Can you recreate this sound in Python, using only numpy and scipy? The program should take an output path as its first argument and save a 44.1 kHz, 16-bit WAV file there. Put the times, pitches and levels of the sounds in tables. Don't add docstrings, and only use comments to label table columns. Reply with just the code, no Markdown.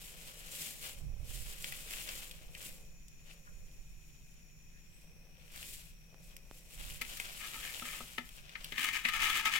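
import sys
import numpy as np
from scipy import signal
from scipy.fft import rfft, irfft, next_fast_len
from scipy.io import wavfile

SR = 44100
rng = np.random.default_rng(int(sys.argv[2]) if len(sys.argv) > 2 else 0)


def persist_wave(psi):
    counts = np.round(np.clip(psi, -1, 1) * 32767).astype(np.int16)
    wavfile.write(sys.argv[1], SR, np.atleast_2d(counts).T)


N = 422919
TIME_S = np.arange(N) / SR
FFT_SIZE = next_fast_len(N + 8192, True)
BINS_HZ = np.maximum(np.fft.rfftfreq(FFT_SIZE, 1 / SR), 1)

# pitch_hz, density_db
ROOM_SPECTRUM = [(12, -24), (20, 6), (45, -5.5), (91, -16.5), (154, -12), (248, -23.5), (1220, -38),
                 (2260, -29.5), (2460, -40), (4060, -38.5), (5680, -39.5), (6360, -38), (16000, -38.5)]
# pitch_hz, width_hz, level_db
WHISTLES = [(160.7, 27, -68), (2495, 185, -71.5), (5680, 470, -71.5)]
# time_s, pitch_hz, level_db
TOP_WHISTLE = [(0, 6900, -80), (2.7, 6900, -74), (2.9, 6880, -69.5), (4.8, 6880, -71.5), (4.88, 7200, -74),
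               (4.96, 8100, -69), (5.08, 8600, -88), (6.2, 6950, -79)]
# pitch_hz, density_db
AIR_SPECTRUM = [(18, 5), (45, -0.5), (70, -13.5), (130, -17.5), (220, -32.5), (400, -39), (700, -71)]
# start_s, hold_s, level_db
GUSTS = [(1.02, 0.055, -41), (1.2, 0.21, -45), (1.5, 1.63, -54.5), (3.53, 0.02, -48), (3.75, 0.18, -51),
         (6.78, 0.22, -48.5), (9.1, 0.21, -50.5)]
# start_s, peak_db
TAPS = [(6.143, -45), (6.511, -37)]
# start_s, hold_s, level_db
RUBS = [(0.0, 2.82, -66), (3.3, 0.43, -73), (5.05, 0.6, -71), (6.1, 0.94, -70.5)]
# start_s, length_s, first_hz, last_hz, level_db
SQUEAKS = [(2.536, 0.044, 2700, 1630, -55), (3.456, 0.047, 1420, 1470, -60.5), (4.718, .1, 1700, 1780, -70),
           (9.049, 0.012, 2480, 2010, -25)]
# pitch_hz, width_hz, level_db
PLATE_MODES = [(242.6, 14, -14), (908, 21, -2), (1272, 24, 3.5), (1307, 48, 6), (1670, 21, -1),
               (1750, 38, -1), (1824, 102, 8), (2090, 130, 4), (2140, 130, 1), (2283, 74, 6.5),
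               (2440, 92, 5), (2700, 42, -14), (2910, 63, 3.5), (3180, 33, -19), (3375, 27, 2),
               (3760, 24, -2.5), (4390, 70, -4), (4900, 320, -13.5), (6000, 150, -12)]
# start_s, peak_db, thud_db, crunch_db
KNOCKS = [(7.015, -23, -28, -12), (7.171, -29, -34, -5), (7.543, -33, -31, -11), (7.822, -34, -8.5, -21),
          (8.005, -34, -8.5, -14), (8.1816, -23.5, -19, -25.5), (8.554, -29.5, -33, -45),
          (8.722, -29.5, -26, -21), (8.7798, -21.5, -32, -21), (9.051, -19.5, -29.5, -28),
          (9.0864, -19.5, -46, -19), (9.456, -19.5, -34, -18)]
# start_s, hold_s, friction_db, pressure_db (low modes)
STROKES = [(7.41, 0.036, -46, -53), (7.54, 0.023, -50, -51.5), (7.63, 0.068, -46.5, -59),
           (7.85, 0.12, -49.5, -57.5), (8.728, 0.013, -51, -73), (8.78, .11, -36.5, -47.5),
           (8.935, 0.04, -36.5, -48), (9.05, 0.043, -40.5, -48), (9.137, 0.026, -33.5, -37.5),
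           (9.2, 0.054, -32, -39), (9.28, 0.12, -34, -40.5), (9.457, 0.0053, -31, -34.5),
           (9.525, 0.054, -32, -41)]
# pitch_hz, density_db
CRUNCH_SPECTRUM = [(100, -28), (260, -4.5), (420, -11.5), (650, -31), (1050, -11), (1500, -21), (3000, 6),
                   (5000, -13), (6400, -6), (7300, -3), (10000, -8), (16000, -6.5)]
# start_s, peak_db, pitch_hz, snap_db
POPS = [(1.624, -28, 8630, -16), (1.6438, -24.5, 2700, -22.5), (1.723, -23, 1980, -15),
        (1.937, -25, 2500, -13), (2.09, -25, 3000, -21), (2.3122, -30.5, 3180, -14),
        (2.55, -32.5, 2770, -31), (3.083, -39.5, 6900, -20), (3.312, -40, 2600, -27),
        (5.5607, -27, 2040, -7), (5.629, -28.5, 2800, -12), (6.3663, -28.5, 2440, -3),
        (7.2, -20, 2170, -19), (8.291, -34, 2910, -12), (8.494, -35, 3000, -30), (8.645, -21.5, 3350, -11)]
# start_s, hold_s, hiss_db (dry), squelch_db (moist)
SQUEEZES = [(0.02, 0.091, -54.5, -59.5), (0.22, 0.3, -56, -59), (0.56, 0.12, -45.5, -54.5),
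            (0.84, 0.03, -48.5, -54), (1.3, 0.23, -52.5, -59), (1.61, .23, -51.5, -54),
            (1.93, 0.076, -48, -49), (2.1, 0.11, -48.5, -53), (2.38, 0.044, -67, -62.5),
            (2.62, 0.052, -51, -57.5), (3.28, .04, -67, -64.5), (3.45, 0.89, -75, -88),
            (4.96, 0.066, -70, -80), (5.4, 0.057, -74, -67.5), (5.585, .03, -52.5, -54),
            (5.715, 0.015, -47.5, -73), (5.785, 0.014, -73, -61), (6.26, 0.048, -65.5, -70),
            (6.555, 0.011, -60.5, -71), (6.735, .02, -60, -62), (6.81, 0.11, -52.5, -54),
            (7.08, .26, -52, -53), (7.42, 0.57, -51.5, -48.5), (8.07, 0.067, -57, -59),
            (8.28, 0.083, -62.5, -61), (8.43, 0.11, -83, -60.5), (8.62, 0.06, -60, -57)]
# pitch_hz, density_db
HISS_SPECTRUM = [(300, -4), (1000, -18.5), (2000, -3), (4000, -1.5), (6400, -2), (7200, 3), (9000, -0.5),
                 (12000, -1.5), (16000, -4)]
# pitch_hz, density_db
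SQUELCH_SPECTRUM = [(150, -11.5), (300, -13), (550, -2.5), (900, -4.5), (1400, -0.5), (1900, -4), (2400, 1),
                    (3100, 2), (4000, -3.5), (6000, -7.5), (15000, -30)]
# pitch_hz, likeness (0-1)
ROOM_LIKENESS = [(40, 0.54), (170, 0.93), (280, 0.61), (900, 0.18), (9000, 0.049), (14000, 0.95)]
# pitch_hz, likeness (0-1)
PLATE_LIKENESS = [(200, 1), (1350, 0.81), (1800, 0.18), (3000, 0.15), (6500, 0.15)]
# pitch_hz, likeness (0-1)
PALM_LIKENESS = [(200, 1), (1500, 0.69), (2500, 0.46), (6500, 0)]
# pitch_hz, left_minus_right_db
PORT_BALANCE = [(200, 1), (1300, 0.5), (2000, 6), (2800, 9.5), (3300, 7.5), (4300, 3), (5200, -3),
                (6500, 4.5)]

GUST_RISE_DB_PER_S, GUST_FALL_DB_PER_S, CALM_AIR_DB = 192, 63, -58.5
TOP_WHISTLE_CUTOFF_HZ = 160
RUB_RISE_DB_PER_S, RUB_FALL_DB_PER_S = 150, 91
LOW_MODES_BELOW_HZ = 1500
YIELD_S, CRUMBLE_S = 0.0021, 0.0079
STROKE_RISE_DB_PER_S, STROKE_FALL_DB_PER_S = 798, 286
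POP_LEFT_MINUS_RIGHT_DB = -0.5
SMALL_POPS_PER_S, SMALL_POP_DB = 51, -9
SQUEEZE_RISE_DB_PER_S, SQUEEZE_FALL_DB_PER_S = 155, 114
RESTING_HISS_DB, RESTING_SQUELCH_DB = -79, -73
PALM_LAG_S = 16 / SR
KITCHEN_T60_S = 0.26
MERGE_HZ, PALM_TOP_SHARING, PLATE_TOP_SHARING = 7000, 0.89, 0.37
CUTOFF_HZ = 15900


def from_db(db):
    return 10 ** (np.asarray(db) / 20)


def rms_one(x):
    return x / np.sqrt(np.mean(x ** 2) + 1e-20)


def at_bins(points):
    hz, value = np.transpose(points)
    return np.interp(np.log(BINS_HZ), np.log(hz), value)


def filtered(x, response):
    return irfft(rfft(x, FFT_SIZE) * response, FFT_SIZE)[..., :N]


def coloured(x, spectrum):
    return rms_one(filtered(x, from_db(at_bins(spectrum))))


def cut(x, hz, kind, order=2):
    return signal.sosfilt(signal.butter(order, hz, kind, fs=SR, output="sos"), x + 1e-18)


def resonate(x, hz, width_hz):
    radius = np.exp(-np.pi * width_hz / SR)
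    zeros = np.array([1, 0, -1]) * (1 - radius ** 2) / 2
    poles = [1, -2 * radius * np.cos(2 * np.pi * hz / SR), radius ** 2]
    return signal.lfilter(zeros, poles, x + 1e-18)


def drift(rate_hz):
    return rms_one(filtered(rng.standard_normal(N), 1 / (1 + (BINS_HZ / rate_hz) ** 2)))


def two_ports(pair, likeness):
    alike = np.clip(at_bins(likeness), 0, 1)
    middle = filtered(pair[0], np.sqrt((1 + alike) / 2))
    side = filtered(pair[1], np.sqrt((1 - alike) / 2))
    return middle + side * [[1], [-1]]


def grains(per_s, spread_db, clump_db, clump_rate_hz):
    born = rng.random(N) < per_s / SR
    sizes = from_db(spread_db * np.minimum(rng.exponential(1, N), 5))
    clumps = from_db(clump_db * drift(clump_rate_hz))
    return rms_one(born * sizes * clumps * rng.standard_normal((2, N)))


def swells(rows, rise_db_per_s, fall_db_per_s):
    rows, t = np.array(rows), TIME_S[::32]
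    start, hold = rows[:, :1], rows[:, 1:2]
    rise_db = -rise_db_per_s * np.maximum(start - t, 0)
    fall_db = -fall_db_per_s * np.maximum(t - start - hold, 0)
    tracks = []
    for db in rows.T[2:]:
        gain = np.linalg.norm(from_db(db[:, None] + rise_db + fall_db), axis=0)
        tracks.append(np.interp(TIME_S, t, gain))
    return tracks


def burst(t, rise_s, fall_s):
    return np.exp(np.minimum(t / rise_s, -t / fall_s))


def add(out, s, sound):
    start = round(s * SR)
    out[:, start:start + sound.shape[-1]] += sound[..., :N - start]


def room():
    noise = two_ports(rng.standard_normal((2, N)), ROOM_LIKENESS)
    return from_db(-58.5) * coloured(noise, ROOM_SPECTRUM)


def whistle(hz, width_hz):
    once = resonate(rng.standard_normal((2, N)), hz, width_hz)
    return rms_one(resonate(once, hz, width_hz))


def top_whistle():
    s, hz, db = np.transpose(TOP_WHISTLE)
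    flutter = cut(rng.standard_normal((2, 2, N)), TOP_WHISTLE_CUTOFF_HZ, "low")
    phase = 2 * np.pi * np.cumsum(np.interp(TIME_S, s, hz)) / SR
    tone = rms_one(flutter[0] * np.cos(phase) + flutter[1] * np.sin(phase))
    return from_db(np.interp(TIME_S, s, db)) * tone


def moving_air():
    gust_gain, = swells(GUSTS, GUST_RISE_DB_PER_S, GUST_FALL_DB_PER_S)
    air_gain = np.hypot(gust_gain, from_db(CALM_AIR_DB))
    noise = two_ports(rng.standard_normal((2, N)), ROOM_LIKENESS)
    air = air_gain * coloured(noise, AIR_SPECTRUM)
    gust = np.clip(air_gain / from_db(-42.5), 0, 1)
    air = air + from_db(8.0) * gust ** 2 * resonate(air, 69, 85)
    return air * from_db(np.array([2.5 - 14 * gust, -.8 + 6 * gust]))


def background():
    tones = sum(from_db(db) * whistle(hz, width) for hz, width, db in WHISTLES) + top_whistle()
    return (room() + two_ports(tones, ROOM_LIKENESS)) * from_db([[.8], [-.8]]) + moving_air()


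def taps():
    out, t = np.zeros((2, N)), TIME_S[:SR // 20]
    pulse = cut(cut(1.0 * (t == 0), 400, "low", order=1), 130, "high")
    for s, db in TAPS:
        add(out, s + 0.0013, from_db(db + 2.5) * pulse / pulse.max())
    return out


def skin():
    gain, = swells(RUBS, RUB_RISE_DB_PER_S, RUB_FALL_DB_PER_S)
    slips = grains(per_s=3000, spread_db=2.5, clump_db=0.5, clump_rate_hz=26)
    rub = resonate(two_ports(slips, PALM_LIKENESS), 512, 135)
    return from_db(-3.0) * rms_one(rub) * gain


def squeaks(rasp_hz=220):
    out = np.zeros((2, N))
    for s, length_s, first_hz, last_hz, db in SQUEAKS:
        n = round(length_s * SR)
        phase = 2 * np.pi * np.cumsum(np.linspace(first_hz, last_hz, n)) / SR
        rasp = rms_one(cut(rng.standard_normal(n), rasp_hz, "low") * np.sin(phase))
        add(out, s, from_db(db) * rasp * np.sin(np.linspace(0, np.pi, n)))
    return out


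def plate(force, low_force):
    force = cut(force, 750, "high")
    ring = 0
    for hz, width, db in PLATE_MODES:
        drive = low_force if hz < LOW_MODES_BELOW_HZ else force
        ring = ring + from_db(db) * resonate(drive, hz, width)
    return ring


def knocks(crumble_db=-13, thud_db=14, crunch_db=9, level_db=1.0, finger_hz=4400, firm_db=-18):
    out, t = np.zeros((2, N)), np.arange(-SR // 50, SR // 4) / SR
    for s, db, thud, crunch in KNOCKS:
        sparse = rng.standard_normal((2, len(t))) * (rng.random(len(t)) < .25)
        crumbs = sparse * burst(t, YIELD_S, CRUMBLE_S)
        firmness = from_db(min(thud - firm_db, 0) / 2)
        force = cut(firmness * (t == 0) + from_db(crumble_db) * crumbs, finger_hz, "low", order=4)
        ring = plate(force, from_db(2.5) * force) + from_db(6.0) * resonate(force, 1900, 570)
        push = force.mean(axis=0)
        body = cut(plate(0 * push, push) + from_db(-9.5) * cut(push, 210, "high"), 1130, "low")
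        lowest = resonate(push, *PLATE_MODES[0][:2])
        body = rms_one(body) + from_db(-7.5) * rms_one(lowest)
        crackle = rms_one(cut(crumbs, 3500, "high"))
        blow = rms_one(ring) + from_db(thud + thud_db) * body + from_db(crunch + crunch_db) * crackle
        add(out, s + t[0] + 0.001002, from_db(db + level_db) * blow / np.abs(blow).max())
    return out


def scrapes(friction, pressure, snap_db=-6):
    clumps = from_db(1.5 * drift(43))
    slips = grains(per_s=5000, spread_db=0.7, clump_db=-0.1, clump_rate_hz=58)
    breaks = grains(per_s=110, spread_db=0.5, clump_db=0.5, clump_rate_hz=25)
    drag = clumps * two_ports(rms_one(slips + from_db(snap_db) * breaks), PLATE_LIKENESS)
    crystals = grains(per_s=2200, spread_db=-2.0, clump_db=1.5, clump_rate_hz=9.6)
    crystals = clumps * two_ports(crystals, PLATE_LIKENESS)
    ring = plate(friction * drag, from_db(9.5) * pressure * drag) / np.std(plate(drag, drag))
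    crunch = friction * coloured(crystals, CRUNCH_SPECTRUM)
    return from_db(-0.5) * ring + from_db(-7.0) * crunch


def pops(cycles=2.4, stretch_s=0.00089, crackle_s=0.0038, crackle_db=-17, snap_db=12):
    out, t = np.zeros((2, N)), np.arange(-SR // 100, SR // 20) / SR
    pan_db = POP_LEFT_MINUS_RIGHT_DB * np.array([[.5], [-.5]])
    for s, db, hz, snap in POPS:
        crackle = rng.standard_normal(len(t)) * burst(t, stretch_s, crackle_s)
        force = (t == 0) + from_db(crackle_db) * crackle
        pocket = rms_one(resonate(force, hz, hz / cycles))
        pop = pocket + from_db(snap + snap_db) * rms_one(cut(force, 2400, "high"))
        add(out, s + t[0], pop / np.abs(pop).max() * from_db(db + pan_db))
    return out


def small_pops(count=6):
    pitches_hz = np.geomspace(1900, 3600, count)
    slips = grains(per_s=SMALL_POPS_PER_S, spread_db=0.0, clump_db=-2.5, clump_rate_hz=8)
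    dealt = rng.integers(0, count, N)
    rings = sum(resonate(slips * (dealt == k), hz, hz / 2.5) for k, hz in enumerate(pitches_hz))
    return rms_one(two_ports(rings, PALM_LIKENESS))


def palm(scraping):
    hiss_gain, squelch_gain = swells(SQUEEZES, SQUEEZE_RISE_DB_PER_S, SQUEEZE_FALL_DB_PER_S)
    hiss_gain = np.hypot(hiss_gain, from_db(RESTING_HISS_DB))
    squelch_gain = np.hypot(squelch_gain, from_db(RESTING_SQUELCH_DB))
    dry_slips = grains(per_s=14000, spread_db=1.5, clump_db=2.0, clump_rate_hz=27)
    wet_slips = grains(per_s=4000, spread_db=1.0, clump_db=2.5, clump_rate_hz=17)
    hiss = coloured(two_ports(dry_slips, PALM_LIKENESS), HISS_SPECTRUM)
    squelch = coloured(two_ports(wet_slips, PALM_LIKENESS), SQUELCH_SPECTRUM)
    wet = squelch + from_db(SMALL_POP_DB) * small_pops()
    grip = squelch_gain ** 2 / (squelch_gain ** 2 + from_db(-76.0) ** 2)
    grip = grip / (1 + scraping / from_db(-48))
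    sliding = hiss_gain ** 2 / (hiss_gain ** 2 + from_db(-79.0) ** 2)
    return from_db(2.5) * sliding * hiss_gain * hiss + from_db(0.5) * grip * squelch_gain * wet


def kitchen(x, count=7):
    sides = []
    for channel in x:
        echoes = 0
        for delay_s in rng.uniform(.009, .04, count):
            loop = from_db(-60 * delay_s / KITCHEN_T60_S) * np.exp(-2j * np.pi * BINS_HZ * delay_s)
            echoes = echoes + loop / (1 - loop)
        sides.append(filtered(channel, echoes / np.sqrt(count)))
    return cut(np.array(sides), 6500, "low", order=1)


def microphone(x, sharing):
    x = x + from_db(-7.5) * kitchen(x)
    ported = filtered(x, from_db(at_bins(PORT_BALANCE) * np.array([[.5], [-.5]])))
    top = 1 / (1 + (MERGE_HZ / BINS_HZ.clip(MERGE_HZ / 2)) ** 60)
    share = np.clip(sharing, 0, 1)
    merged = np.array([x[0], share * x[0] + (1 - share) * x[1]])
    return filtered(ported, 1 - top) + filtered(merged, top)


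def scene():
    friction, pressure = swells(STROKES, STROKE_RISE_DB_PER_S, STROKE_FALL_DB_PER_S)
    near = background() + taps() * from_db([[-3], [2.5]])
    steel = (knocks() + scrapes(friction, pressure)) * from_db([[.6], [-1.0]])
    hand = squeaks() + pops() + palm(friction)
    lag = np.exp(-2j * np.pi * BINS_HZ * PALM_LAG_S)
    hand = np.array([filtered(hand[0], lag), hand[1]]) + skin()
    return near + microphone(steel, PLATE_TOP_SHARING) + microphone(hand, PALM_TOP_SHARING)


def record(dry):
    return signal.sosfilt(signal.ellip(14, .1, 85, CUTOFF_HZ, fs=SR, output="sos"), dry)


dry = scene()
out = record(dry)
persist_wave(out)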